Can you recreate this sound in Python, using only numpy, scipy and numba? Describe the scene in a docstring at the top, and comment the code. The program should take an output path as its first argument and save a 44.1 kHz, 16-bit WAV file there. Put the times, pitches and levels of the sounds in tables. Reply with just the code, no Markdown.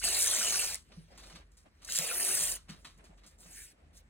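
"""Paper rips crisply, twice, as two long strips are torn by hand at a craft table in a small room.
Fibres snap in clumps (random clicks, coloured) along each tear and shake sheet and strip.
Between and after the tears, creases, soft bumps, sliding and rustling tell of strips being handled.
Sleeves brush about (banded noise) over a low hum (wavering sine), rumble and hiss (noise)."""
import sys
import numpy as np
from scipy import signal
from scipy.fft import rfft, irfft, next_fast_len
from scipy.io import wavfile
from scipy.ndimage import uniform_filter1d
from numba import njit

SR = 44100
rng = np.random.default_rng(int(sys.argv[2]) if len(sys.argv) > 2 else 0)


def dump(signal):
    """Clip the signal to [-1, 1] and save it as 16-bit WAV at the path in sys.argv[1]."""
    limited = np.clip(np.atleast_2d(signal).T, -1, 1)
    pcm = np.round(limited * 32767).astype(np.int16)
    wavfile.write(sys.argv[1], SR, pcm)


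N = 180369
TIME = np.arange(N) / SR
SIZE = 2 * next_fast_len((N + SR) // 2, True)
HZ = np.maximum(np.arange(SIZE // 2 + 1) * SR / SIZE, 1)
CUTOFF_HZ = 15900


def from_db(db):
    """Decibels to gain."""
    return 10 ** (np.asarray(db) / 20)


def rms_one(x):
    """Scale to unit rms."""
    return x / np.sqrt(np.mean(x ** 2) + 1e-20)


def in_time(rows):
    """Each column of a curve at every sample."""
    s, *columns = np.transpose(rows)
    return [np.interp(TIME, s, c) for c in columns]


def at_hz(points):
    """A table joined by straight lines over log frequency."""
    hz, value = np.transpose(points)
    return np.interp(np.log(HZ), np.log(hz), value)


def colour(x, spectrum):
    """Causal (minimum-phase) filter with this spectrum; white noise keeps its rms."""
    cepstrum = irfft(np.log(rms_one(from_db(at_hz(spectrum)))), SIZE)
    cepstrum[1:SIZE // 2] *= 2
    cepstrum[SIZE // 2 + 1:] = 0
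    return irfft(rfft(x, SIZE) * np.exp(rfft(cepstrum)), SIZE)[..., :N]


def highpass_or_lowpass(x, order, hz, kind):
    """Butterworth filter."""
    return signal.sosfilt(signal.butter(order, hz, kind, fs=SR, output="sos"), x)


def drift(rate_hz):
    """Smooth chance of unit rms with about rate_hz turns a second."""
    r = np.exp(-40 * np.pi * rate_hz / SR)  # runs at SR / 20
    noise = rng.standard_normal(N // 20 + 2002)
    slow = signal.lfilter([1], [1, -2 * r, r * r], noise)[2000:]
    return np.interp(np.arange(N) / 20, np.arange(len(slow)), rms_one(slow))


def steady(x):
    """Unit rms over every few hundredths of a second; finer grain stays."""
    return x / np.sqrt(np.maximum(uniform_filter1d(x ** 2, size=1500), 1e-9))


def crackle(per_s, spread_db):
    """Random clicks of either sign and exponentially spread dB level."""
    born = rng.random(N) < per_s / SR
    sizes = from_db(spread_db * np.minimum(rng.exponential(1, N), 4))
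    return born * sizes * rng.choice([-1, 1], N)


def burst(start_s, t60_s):
    """An envelope that jumps to one and dies away."""
    start = round(start_s * SR)
    age_s = TIME[:N - start][:round(2 * t60_s * SR)]
    return np.pad(1000. ** (-age_s / t60_s), (start, N - start - len(age_s)))


STOP_S = 0.0044


def stroke(peak_s, rise_s, fall_s, edge_db):
    """Gain of one hand movement: swells from edge_db to full at its fastest moment and sinks back."""
    start, end = peak_s - rise_s, peak_s + fall_s
    moving = np.interp(TIME, [start - STOP_S, start, end, end + STOP_S], [0, 1, 1, 0])
    return moving * from_db(np.interp(TIME, [start, peak_s, end], [edge_db, 0, edge_db]))


def flex(x, depth_db, rate_hz, tilt_db=0, count=13):
    """Bending paper radiates ever different bands; tilt_db per octave leans the treble about 8.5 kHz."""
    centres = np.linspace(np.sqrt(200), np.sqrt(16000), count) ** 2
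    spectrum, out = rfft(x, SIZE), 0
    for hz, only in zip(centres, np.eye(count)):
        band = irfft(spectrum * np.interp(HZ, centres, only), SIZE)[:N]
        octaves = np.log2(max(hz, 4000) / 8500) * (hz > 3300)
        out = out + band * from_db(depth_db * drift(rate_hz) + tilt_db * octaves)
    return out


@njit
def moving_band(x, tuning, width):
    """A resonance of unit gain whose centre moves; tuning is tan(pi Hz / SR)."""
    out, band, low = np.zeros(len(x)), 0., 0.
    for i in range(len(x)):
        out[i] = (band + tuning[i] * (x[i] - low)) / (1 + tuning[i] * (tuning[i] + width))
        band, low = 2 * out[i] - band, low + 2 * tuning[i] * out[i]
    return width * out


def lift_band(x, hz, width, lift_db):
    """Resonance gliding along hz raises its band; width is a share of the pitch."""
    tuning = np.tan(np.pi * np.minimum(hz, CUTOFF_HZ) / SR)
    return x + (from_db(lift_db) - 1) * moving_band(x + 1e-18, tuning, width)


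# left-right likeness of diffuse sound: pitch_hz, likeness (-1 to 1, clipped)
LEFT_RIGHT_LIKENESS = [(50, 1), (200, 0.78), (450, 0.47), (900, -0.26), (2000, -0.064), (3400, -0.4),
                       (6000, 1), (13800, -1.2)]


def diffuse(pair):
    """Two unrelated signals become the spectra of sound arriving from all sides."""
    alike = np.clip(at_hz(LEFT_RIGHT_LIKENESS), -1, 1)
    mid, side = rfft(pair, SIZE)
    return (np.sqrt(1 + alike) * mid + np.sqrt(1 - alike) * side * [[1], [-1]]) / np.sqrt(2)


# shared course of hum and rumble: time_s, level_db
LOW_LEVEL = [(0.0, -50), (0.03, -53.5), (1.97, -64), (2.06, -57.5), (2.28, -65.5), (2.43, -57),
             (3.01, -58.5), (3.05, -62), (3.6, -61), (3.79, -69.5), (3.87, -56.5), (4.09, -61.5)]
# rumble spectrum: pitch_hz, relative_db
RUMBLE_SPECTRUM = [(15, -46), (30, -35.5), (46, 8), (58, -5), (72, 4.5), (95, -10), (160, -12.5),
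                   (400, -35), (2000, -70.5)]
# room hiss spectrum: pitch_hz, relative_db
AIR_SPECTRUM = [(30, -16), (150, 1.5), (350, -2.5), (800, -9.5), (2000, -9), (4000, -22.5), (9000, -35.5),
                (16000, -32)]
HUM_HZ = 47.96


def background(hum_db=-4.0, rumble_db=-2.5, air_db=-72.0):
    """A phase-wavering low sine hum, with diffuse noise as rumble and faint room hiss."""
    level_db, = in_time(LOW_LEVEL)
    hum = np.sqrt(2) * np.sin(2 * np.pi * HUM_HZ * TIME + 0.4 * drift(4.1))
    rumble = from_db(level_db + rumble_db) * colour(rng.standard_normal((2, N)), RUMBLE_SPECTRUM)
    air = from_db(air_db) * colour(rng.standard_normal((2, N)), AIR_SPECTRUM)
    return from_db(level_db + hum_db) * hum + irfft(diffuse(rumble + air), SIZE)[:, :N]


# arm movements: fastest_s, speed_up_s, slow_down_s, level_db
ARM_STROKES = [(0.92, 0.035, 0.12, -62.5), (1.124, 0.043, 0.089, -60), (1.32, 0.14, 0.12, -57.5),
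               (1.668, 0.023, 0.022, -62), (1.86, 0.059, 0.48, -62.5), (2.7, 0.022, 0.11, -60.5),
               (2.858, 0.028, 0.047, -61.5), (2.998, 0.027, 0.053, -61), (3.044, 0.0061, 0.029, -66),
               (3.105, 0.044, 0.091, -63), (3.25, 0.039, 0.036, -62), (3.325, 0.017, 0.035, -65.5),
               (3.46, 0.09, 0.11, -62.5), (3.799, 0.13, 0.32, -69)]
# cloth spectrum: pitch_hz, relative_db
SLEEVE_SPECTRUM = [(50, -9.5), (110, -34.5), (170, -0.5), (300, -3.5), (450, -6), (700, -3), (1000, -11.5),
                   (2500, -13.5), (10000, -42)]
ARM_EDGE_DB = -10  # at both ends of a movement


def sleeves(lumps_db=1.15, folds_db=3, count=7):
    """Cloth brushes on all sides; each fold swells in a low band of its own."""
    effort = sum(from_db(db) * stroke(s, rise, fall, ARM_EDGE_DB) for s, rise, fall, db in ARM_STROKES)
    brush = rfft(colour(rng.standard_normal((2, N)), SLEEVE_SPECTRUM), SIZE)
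    centres = np.geomspace(130, 1100, count)
    cloth = 0
    for only in np.eye(count):
        fold = irfft(brush * np.interp(HZ, centres, only), SIZE)[:, :N]
        cloth = cloth + fold * from_db(folds_db * drift(22))
    return irfft(diffuse(cloth * effort * from_db(lumps_db * drift(14))), SIZE)[:, :N]


# soft bumps of hand and forearm: start_s, level_db
HAND_BUMPS = [(0.972, -48.5), (1.323, -55), (1.358, -52.5), (1.66, -61), (1.99, -54), (2.021, -62),
              (2.335, -50), (2.409, -51.5), (2.501, -57), (2.693, -45.5), (2.732, -52.5), (2.856, -62),
              (3.09, -61), (3.449, -58.5)]


def bumps(modes=((120, -13, .16), (163, 2, .17), (190, -1, .13), (240, -9, .09)), rise_s=0.0043):
    """Soft blows swell into the low modes of the table: pitch_hz, level_db, t60_s."""
    out = np.zeros(N)
    for s, db in HAND_BUMPS:
        start = round(s * SR)
        age_s = TIME[:N - start][:SR // 2]
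        for hz, mode_db, t60_s in modes:
            gain = from_db(db + mode_db + rng.normal(0, 5.1))
            envelope = gain * burst(0, t60_s)[:len(age_s)] * (1 - np.exp(-age_s / rise_s))
            out[start:][:len(age_s)] += envelope * np.sin(2 * np.pi * (hz * age_s + rng.random()))
    return out


# paper drawn through the fingers: fastest_s, speed_up_s, slow_down_s, slide_db, rustle_db
FINGER_SLIDES = [(0.949, 0.098, 0.18, -73, -66), (1.27, 0.16, 0.14, -65, -62),
                 (1.79, 0.076, 0.052, -81, -72), (2.8, 0.066, 0.29, -73, -88),
                 (3.31, 0.027, 0.053, -73, -67.5), (3.41, 0.027, 0.19, -56, -93),
                 (3.586, 0.12, 0.14, -45.5, -55), (3.976, 0.044, 0.037, -55, -63)]
# paper creased or rubbed in the fingers: pitch_hz, relative_db
CREASE_SPECTRUM = [(1500, -33.5), (3300, -4), (4500, 0.5), (6000, 3), (8000, 5), (9500, 2.5), (11000, -0.5),
                   (14000, -4.5), (16000, -15)]
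# rustling strip: pitch_hz, relative_db
RUSTLE_SPECTRUM = [(400, -5.5), (1200, -14.5), (1600, 2), (2700, 1), (4300, 4.5), (6000, 4.5),
                   (16000, -26.5)]
SLIDE_EDGE_DB, RUSTLE_FOLLOWS = -20, 0.36  # at both ends of a slide; share of that swing in the rustle


def handling(brighten=0.13, idle_db=-83, neutral_db=-72):
    """Fine-grained sliding, brighter when faster, and rustle; held paper is never quite still."""
    grain = steady(crackle(per_s=23000, spread_db=4.0) * from_db(0.83 * drift(41)))
    slide, rustle = from_db(idle_db), 0
    for s, rise, fall, slide_db, rustle_db in FINGER_SLIDES:
        slide = slide + from_db(slide_db) * stroke(s, rise, fall, SLIDE_EDGE_DB)
        rustle = rustle + from_db(rustle_db) * stroke(s, rise, fall, RUSTLE_FOLLOWS * SLIDE_EDGE_DB)
    paper = slide * colour(grain, CREASE_SPECTRUM) + rustle * colour(grain, RUSTLE_SPECTRUM)
    tilt_db = brighten * (20 * np.log10(slide) - neutral_db)
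    return flex(paper, depth_db=3.5, rate_hz=12, tilt_db=tilt_db)


# strips buckling or touching the table: start_s, level_db, crispness_db, t60_s
STRIP_TOUCHES = [(0.761, -57, 5.5, 0.21), (0.919, -55, -20, 0.11), (1.175, -53.5, -2, 0.25),
                 (1.23, -54.5, -9, 0.15), (1.269, -66, 0, 0.39), (1.297, -58.5, -11, 0.32),
                 (1.319, -67, -16, 0.08), (1.352, -50, -9.5, 0.12), (1.513, -78, 6, 0.28),
                 (1.569, -69, 6, 0.28), (1.818, -58, -2.5, 0.28), (1.846, -64, 22, 0.049),
                 (1.876, -72, 27, 0.12), (2.563, -60.5, -1, 0.3), (2.683, -56.5, -13, 0.19),
                 (2.691, -50, -6.5, 0.26), (2.845, -51, -6.5, 0.27), (2.850, -47.5, -14, 0.058),
                 (2.974, -78.5, 14, 0.085), (3.039, -64, 1.5, 0.23), (3.173, -66, -7, 0.23),
                 (3.235, -60.5, -8.5, 0.24), (3.262, -73, 18.5, 0.15), (3.383, -77.5, 14, 0.14),
                 (3.428, -60, -8, 0.1)]
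# dull part of a touch: pitch_hz, relative_db
TOUCH_SPECTRUM = [(100, 0.5), (300, 8), (500, -22), (980, 7.5), (1220, 12.5), (1500, 7), (2500, 7),
                  (3400, 9), (4300, 10), (6000, -1.5), (10000, -32.5), (16000, -87)]


def touches(rise_hz=110, uneven_db=1.0):
    """A strip lands or buckles: an uneven flurry of creases, dull on the table, crisp in the fingers."""
    creases = steady(crackle(per_s=1800, spread_db=-1.5) * from_db(uneven_db * drift(110)))
    dull = sum(from_db(db) * burst(s, t60_s) for s, db, _, t60_s in STRIP_TOUCHES)
    crisp = sum(from_db(db + crisp_db) * burst(s, t60_s) for s, db, crisp_db, t60_s in STRIP_TOUCHES)
    # limp paper takes a moment to make full contact
    dull, crisp = highpass_or_lowpass(np.array([dull, crisp]) + 1e-18, 1, rise_hz, "low")
    return colour(dull * creases, TOUCH_SPECTRUM) + colour(crisp * creases, CREASE_SPECTRUM)


# thick fibre bundles giving way: start_s, level_db, ring_hz
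BUNDLE_SNAPS = [(0.0402, -15, 8000), (0.0473, -11.5, 7800), (0.0566, -13.5, 7900), (0.0872, -12, 8500),
                (0.1361, -13.5, 8500), (0.1825, -12.5, 9400), (0.1948, -15, 9400), (0.204, -12.5, 9600),
                (0.2126, -11.5, 7800), (0.2224, -6, 8800), (0.2277, -7.5, 7800), (0.245, -15, 8500),
                (0.2602, -10, 8000), (0.2627, -12.5, 8600), (0.2726, -9, 6900), (0.3025, -19.5, 8500),
                (0.4459, -20.5, 7200), (0.5067, -23, 8200), (0.5234, -14.5, 9400), (0.585, -24, 8200),
                (0.745, -12, 8000), (0.756, -17.5, 9900), (1.900, -18, 7500), (1.9225, -12, 6500),
                (1.939, -19, 6500), (1.9588, -15, 7500), (1.966, -9.5, 7500), (1.9762, -12.5, 7500),
                (1.9877, -3.5, 7200), (2.2113, -23, 9800), (2.22, -21, 9300), (2.244, -16, 9300),
                (2.2693, -31, 9000), (2.336, -24, 9200), (2.3935, -14, 9000), (2.4365, -10, 9800),
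                (2.4738, -14, 8200), (2.499, -18, 8500), (2.5225, -12.5, 8500), (2.558, -23, 8500)]
# breaking fibres: pitch_hz, relative_db
FIBRE_SPECTRUM = [(1500, -28.5), (3300, -8.5), (4500, 3), (6000, 2.5), (8000, -0.5), (9500, 0.5),
                  (11000, 0.5), (12300, -1), (14000, -4.5), (16000, -14)]


def snaps(t60_s=0.0038, tail_db=-16, crack_db=-1, thin_hz=4500, ring_db=-12.0, ring_t60_s=0.0049):
    """A fibre bundle breaks: a sharp crack, its last threads, and a brief ring of the paper beside it."""
    threads = sum(from_db(db + tail_db) * burst(s, t60_s) for s, db, _ in BUNDLE_SNAPS)
    force = threads * rng.choice([-1, 1], N)
    rings, age_s = np.zeros(N), TIME[:SR // 20]
    for s, db, hz in BUNDLE_SNAPS:
        start = round(s * SR)
        force[start] = from_db(db + crack_db)
        decay = from_db(db + ring_db) * 1000. ** (-age_s / ring_t60_s)
        rings[start:][:len(age_s)] += decay * np.cos(2 * np.pi * hz * age_s)
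    return highpass_or_lowpass(colour(force, FIBRE_SPECTRUM) + rings, 2, thin_hz, "high")


def ticks(low_hz, high_hz, per_s, t60_s, spread_db=2.5, count=24):
    """Stiff fibres flick the paper, each ringing a small patch at one of count pitches; rms 1."""
    clicks, dealt, out = crackle(per_s, spread_db), rng.integers(0, count, N), 0
    r = from_db(-60 / (t60_s * SR))
    for k, hz in enumerate(np.geomspace(low_hz, high_hz, count)):
        cos = np.cos(2 * np.pi * hz / SR)
        struck = clicks * (dealt == k) + 1e-18
        out = out + signal.lfilter([1, -r * cos], [1, -2 * r * cos, r * r], struck)
    return rms_one(out)


SINK_OCTAVES_PER_S, MODE_WIDTH = 1.54, 0.13  # width as a share of the pitch


def lengthening(x, tear, modes):
    """The strip grows as the tear runs, so all its resonances glide down together."""
    gives_s, parts_s = tear[1:3]
    sink = 2 ** (-SINK_OCTAVES_PER_S * (np.clip(TIME, gives_s, parts_s) - gives_s))
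    for hz, lift_db in modes:
        x = lift_band(x, hz * sink, MODE_WIDTH, lift_db)
    return x


GRIP_DB, TAPER_DB, RELEASE_S = -5.5, -9.5, 0.019  # quieter before the edge gives way and at the end
JOLT_DB, JOLT_T60_S = 5, 0.035  # the sheet jerks when the edge gives way
HELD_STRIP_DB, FREEING_S = -10, 0.0077  # the strip flutters fully only once it hangs free
# tautest soon after the edge gives way: crackle brightest (dB per octave), sheet and strip shake less
TAUT_AFTER_S, TAUT_WIDTH_S, TAUT_LIFT_DB, TAUT_SHAKE_DB = 0.18, 0.045, 3, -2
FLAP_DB, FLAP_WIDTH_S = 1.5, 0.053  # the hanging strip swings out once in each tear


def tear_course(tear, pull):
    """Gains of fibres, sheet and strip, and treble lift, as a tear is gripped, gives way, runs, tapers."""
    grip_s, gives_s, parts_s, taper_s, sheet_db, growth_db_per_s, strip_db, flaps_s, lift_db = tear

    def held_from(start_s):
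        edges_s = [start_s - RELEASE_S, start_s, parts_s, parts_s + RELEASE_S]
        return np.interp(TIME, edges_s, [0, 1, 1, 0])

    pulled, gripped = held_from(pull[0][0]), held_from(grip_s)
    taut = np.exp(-((TIME - gives_s - TAUT_AFTER_S) / TAUT_WIDTH_S) ** 2)
    course_s = [grip_s, gives_s, parts_s - taper_s, parts_s]
    shake_db = np.interp(TIME, course_s, [GRIP_DB, 0, 0, TAPER_DB]) + TAUT_SHAKE_DB * taut
    free = np.interp(TIME, [gives_s - FREEING_S, gives_s], [0, 1])
    run_s = np.clip(TIME, gives_s, parts_s) - gives_s
    fibre = from_db(in_time(pull)[0])
    jolt = 1 + from_db(JOLT_DB) * burst(gives_s, JOLT_T60_S)
    sheet = from_db(sheet_db + shake_db + growth_db_per_s * run_s) * jolt
    flap = np.exp(-((TIME - flaps_s) / FLAP_WIDTH_S) ** 2)
    strip = from_db(strip_db + shake_db + HELD_STRIP_DB * (1 - free) + FLAP_DB * flap)
    treble_db = lift_db * free + TAUT_LIFT_DB * taut
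    return np.array([pulled * fibre, gripped * sheet, gripped * strip, gripped * treble_db])


# tears: grip_s, edge_gives_s, strip_parts_s, taper_s, sheet_db, sheet_growth_db_per_s, strip_db,
# flap_s, treble_lift_db_per_octave
TEAR_RUNS = [(0.022, 0.039, 0.7506, 0.2, -42.5, 3.5, -47.5, 0.65, 2),
             (1.891, 1.989, 2.564, 0.13, -41.5, -2, -49.5, 2.24, 4.5)]
# hand pull as fibre crackle, one list per tear: time_s, level_db
HAND_PULLS = [
    [(0.0, -44), (0.022, -48), (0.041, -30.5), (0.12, -33.5), (0.234, -29), (0.322, -31.5), (0.62, -32),
     (0.722, -38.5), (0.757, -42)],
    [(1.87, -57), (1.898, -44.5), (1.974, -29), (1.983, -39), (1.996, -35), (2.114, -38.5), (2.234, -32),
     (2.444, -31.5), (2.528, -36), (2.556, -45)],
]
# strip resonances as the edge gives way, one list per tear: pitch_hz, lift_db
STRIP_RESONANCES = [
    [(420, -0.5), (2000, 3.5), (2700, 2.5), (4700, 5.5), (8300, 3), (10900, 2.5), (15800, -1)],
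    [(490, 6.5), (2000, -1), (3200, 0.5), (6900, 0), (12000, 1.5), (14300, 1)],
]
# slow tears catch coarsely, fast ones run evenly: time_s, roughness (0-1)
TEAR_ROUGHNESS = [(0.28, 0.8), (0.4, 0.55), (0.75, 0.5), (1.89, 0.85), (1.985, 1), (2.03, 0.3), (2.56, 0.8)]
# centre of the fibre crackle, rising as the paper tightens: time_s, pitch_hz
FIBRE_PITCH = [(0.05, 7900), (0.2, 9300), (0.3, 8150), (0.45, 7430), (0.55, 8750), (0.74, 8200),
               (1.88, 6420), (1.98, 7400), (2.05, 7600), (2.13, 10360), (2.22, 9800), (2.32, 8430),
               (2.53, 8900)]
# shaken sheet: pitch_hz, relative_db
SHEET_SPECTRUM = [(400, -26), (900, -24.5), (1300, -9.5), (1650, -1.5), (2100, -0.5), (2650, 2.5),
                  (3400, 3), (4300, 7.5), (6000, 3), (10000, -15.5), (16000, -21)]
# fluttering strip: pitch_hz, relative_db
STRIP_SPECTRUM = [(60, -28.5), (120, -14.5), (170, -9.5), (230, -5), (310, -13.5), (365, 2), (440, -3),
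                  (520, 0), (690, 5), (880, -1.5), (1200, -3.5), (3000, -45), (10000, -64.5)]
CRACKLE_LIFT_DB, CRACKLE_WIDTH = 5, 0.31  # width as a share of the pitch


def tears(clump_db=-0.8, slip_db=-0.5, spread_db=-1.0, hiss_db=-11, fibre_db=0.0, sheet_db=3.5,
          strip_db=-1.5, fibre_ticks_db=-7, sheet_ticks_db=-7):
    """The tear sticks and slips, so fibres break in clumps; each break also shakes sheet and strip."""
    rough = np.clip(in_time(TEAR_ROUGHNESS)[0], 0, 1)
    clumps = from_db(rough * (clump_db * drift(280) + slip_db * drift(20)))
    clicks = steady(crackle(per_s=3400, spread_db=rough * spread_db))
    breaks = clumps * (clicks + from_db(hiss_db) * rng.standard_normal(N))
    # the sheet also creases on its own
    shaking = breaks + clumps * rms_one(crackle(per_s=7000, spread_db=3.0))
    fibre = colour(breaks, FIBRE_SPECTRUM)
    fibre = steady(lift_band(fibre, in_time(FIBRE_PITCH)[0], CRACKLE_WIDTH, CRACKLE_LIFT_DB))
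    sheet = steady(colour(shaking, SHEET_SPECTRUM))
    strip = steady(colour(shaking, STRIP_SPECTRUM))
    fibre = steady(fibre + from_db(fibre_ticks_db) * ticks(5800, 11300, per_s=170, t60_s=0.016))
    sheet = steady(sheet + from_db(sheet_ticks_db) * ticks(1400, 4400, per_s=130, t60_s=0.025))
    out, tilt_db = 0, 0
    for tear, effort, modes in zip(TEAR_RUNS, HAND_PULLS, STRIP_RESONANCES):
        pull, rasp, flutter, taut_db = tear_course(tear, effort)
        rip = from_db(fibre_db) * pull * fibre
        rip = rip + from_db(sheet_db) * rasp * sheet
        rip = rip + from_db(strip_db) * flutter * strip
        out = out + lengthening(rip, tear, modes)
        tilt_db = tilt_db + taut_db
    # taut paper moves the crackle upward in pitch
    return flex(out, depth_db=2.5, rate_hz=26.0, tilt_db=tilt_db, count=32)


# direct sound at two spaced ports: pitch_hz, left_lead_rad
PORT_LEAD = [(20, 0), (800, -.4), (2000, .2), (3000, 0), (4200, 2), (5100, 3.1), (6500, 4.8), (8200, 6.2),
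             (10200, 7.5), (12400, 9.4), (14200, 11), (15800, 12.6)]
# room sound against direct sound: pitch_hz, level_db
ROOM_TO_DIRECT = [(100, -0.5), (600, -5.5), (1200, -2), (2000, -8), (2700, -5), (3600, 2.5), (4800, -12.5),
                  (8000, -10), (16000, -15.5)]
ROOM_T60_S = 0.17


def room(x, early_db=8, early_t60_s=0.038, sway_hz=2.307):
    """Direct sound at two ports, quick reflections and a short tail, swaying between two echo patterns."""
    decay = burst(0.0041, ROOM_T60_S) + from_db(early_db) * burst(0.00047, early_t60_s)
    decay = decay / np.sqrt(np.sum(decay ** 2))
    sway = 2 * np.pi * sway_hz * TIME
    echoes = 0
    for share in (np.cos(sway), np.sin(sway)):
        echoes = echoes + rfft(x * share, SIZE) * diffuse(rng.standard_normal((2, N)) * decay)
    direct = rfft(x, SIZE) * np.exp(-1j * at_hz(PORT_LEAD) * [[0], [1]])
    wet = from_db(at_hz(ROOM_TO_DIRECT))
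    return irfft((direct + wet * echoes) / np.sqrt(1 + wet ** 2), SIZE)[:, :N]


def scene():
    """All the paper sounds and bumps in the room, over sleeves and background."""
    return room(tears() + snaps() + touches() + bumps() + handling()) + sleeves() + background()


def record(dry):
    """A steep elliptic low-pass cuts the top."""
    return signal.sosfilt(signal.ellip(10, .2, 80, CUTOFF_HZ, fs=SR, output="sos"), dry)


dry = scene()
out = record(dry)
dump(out)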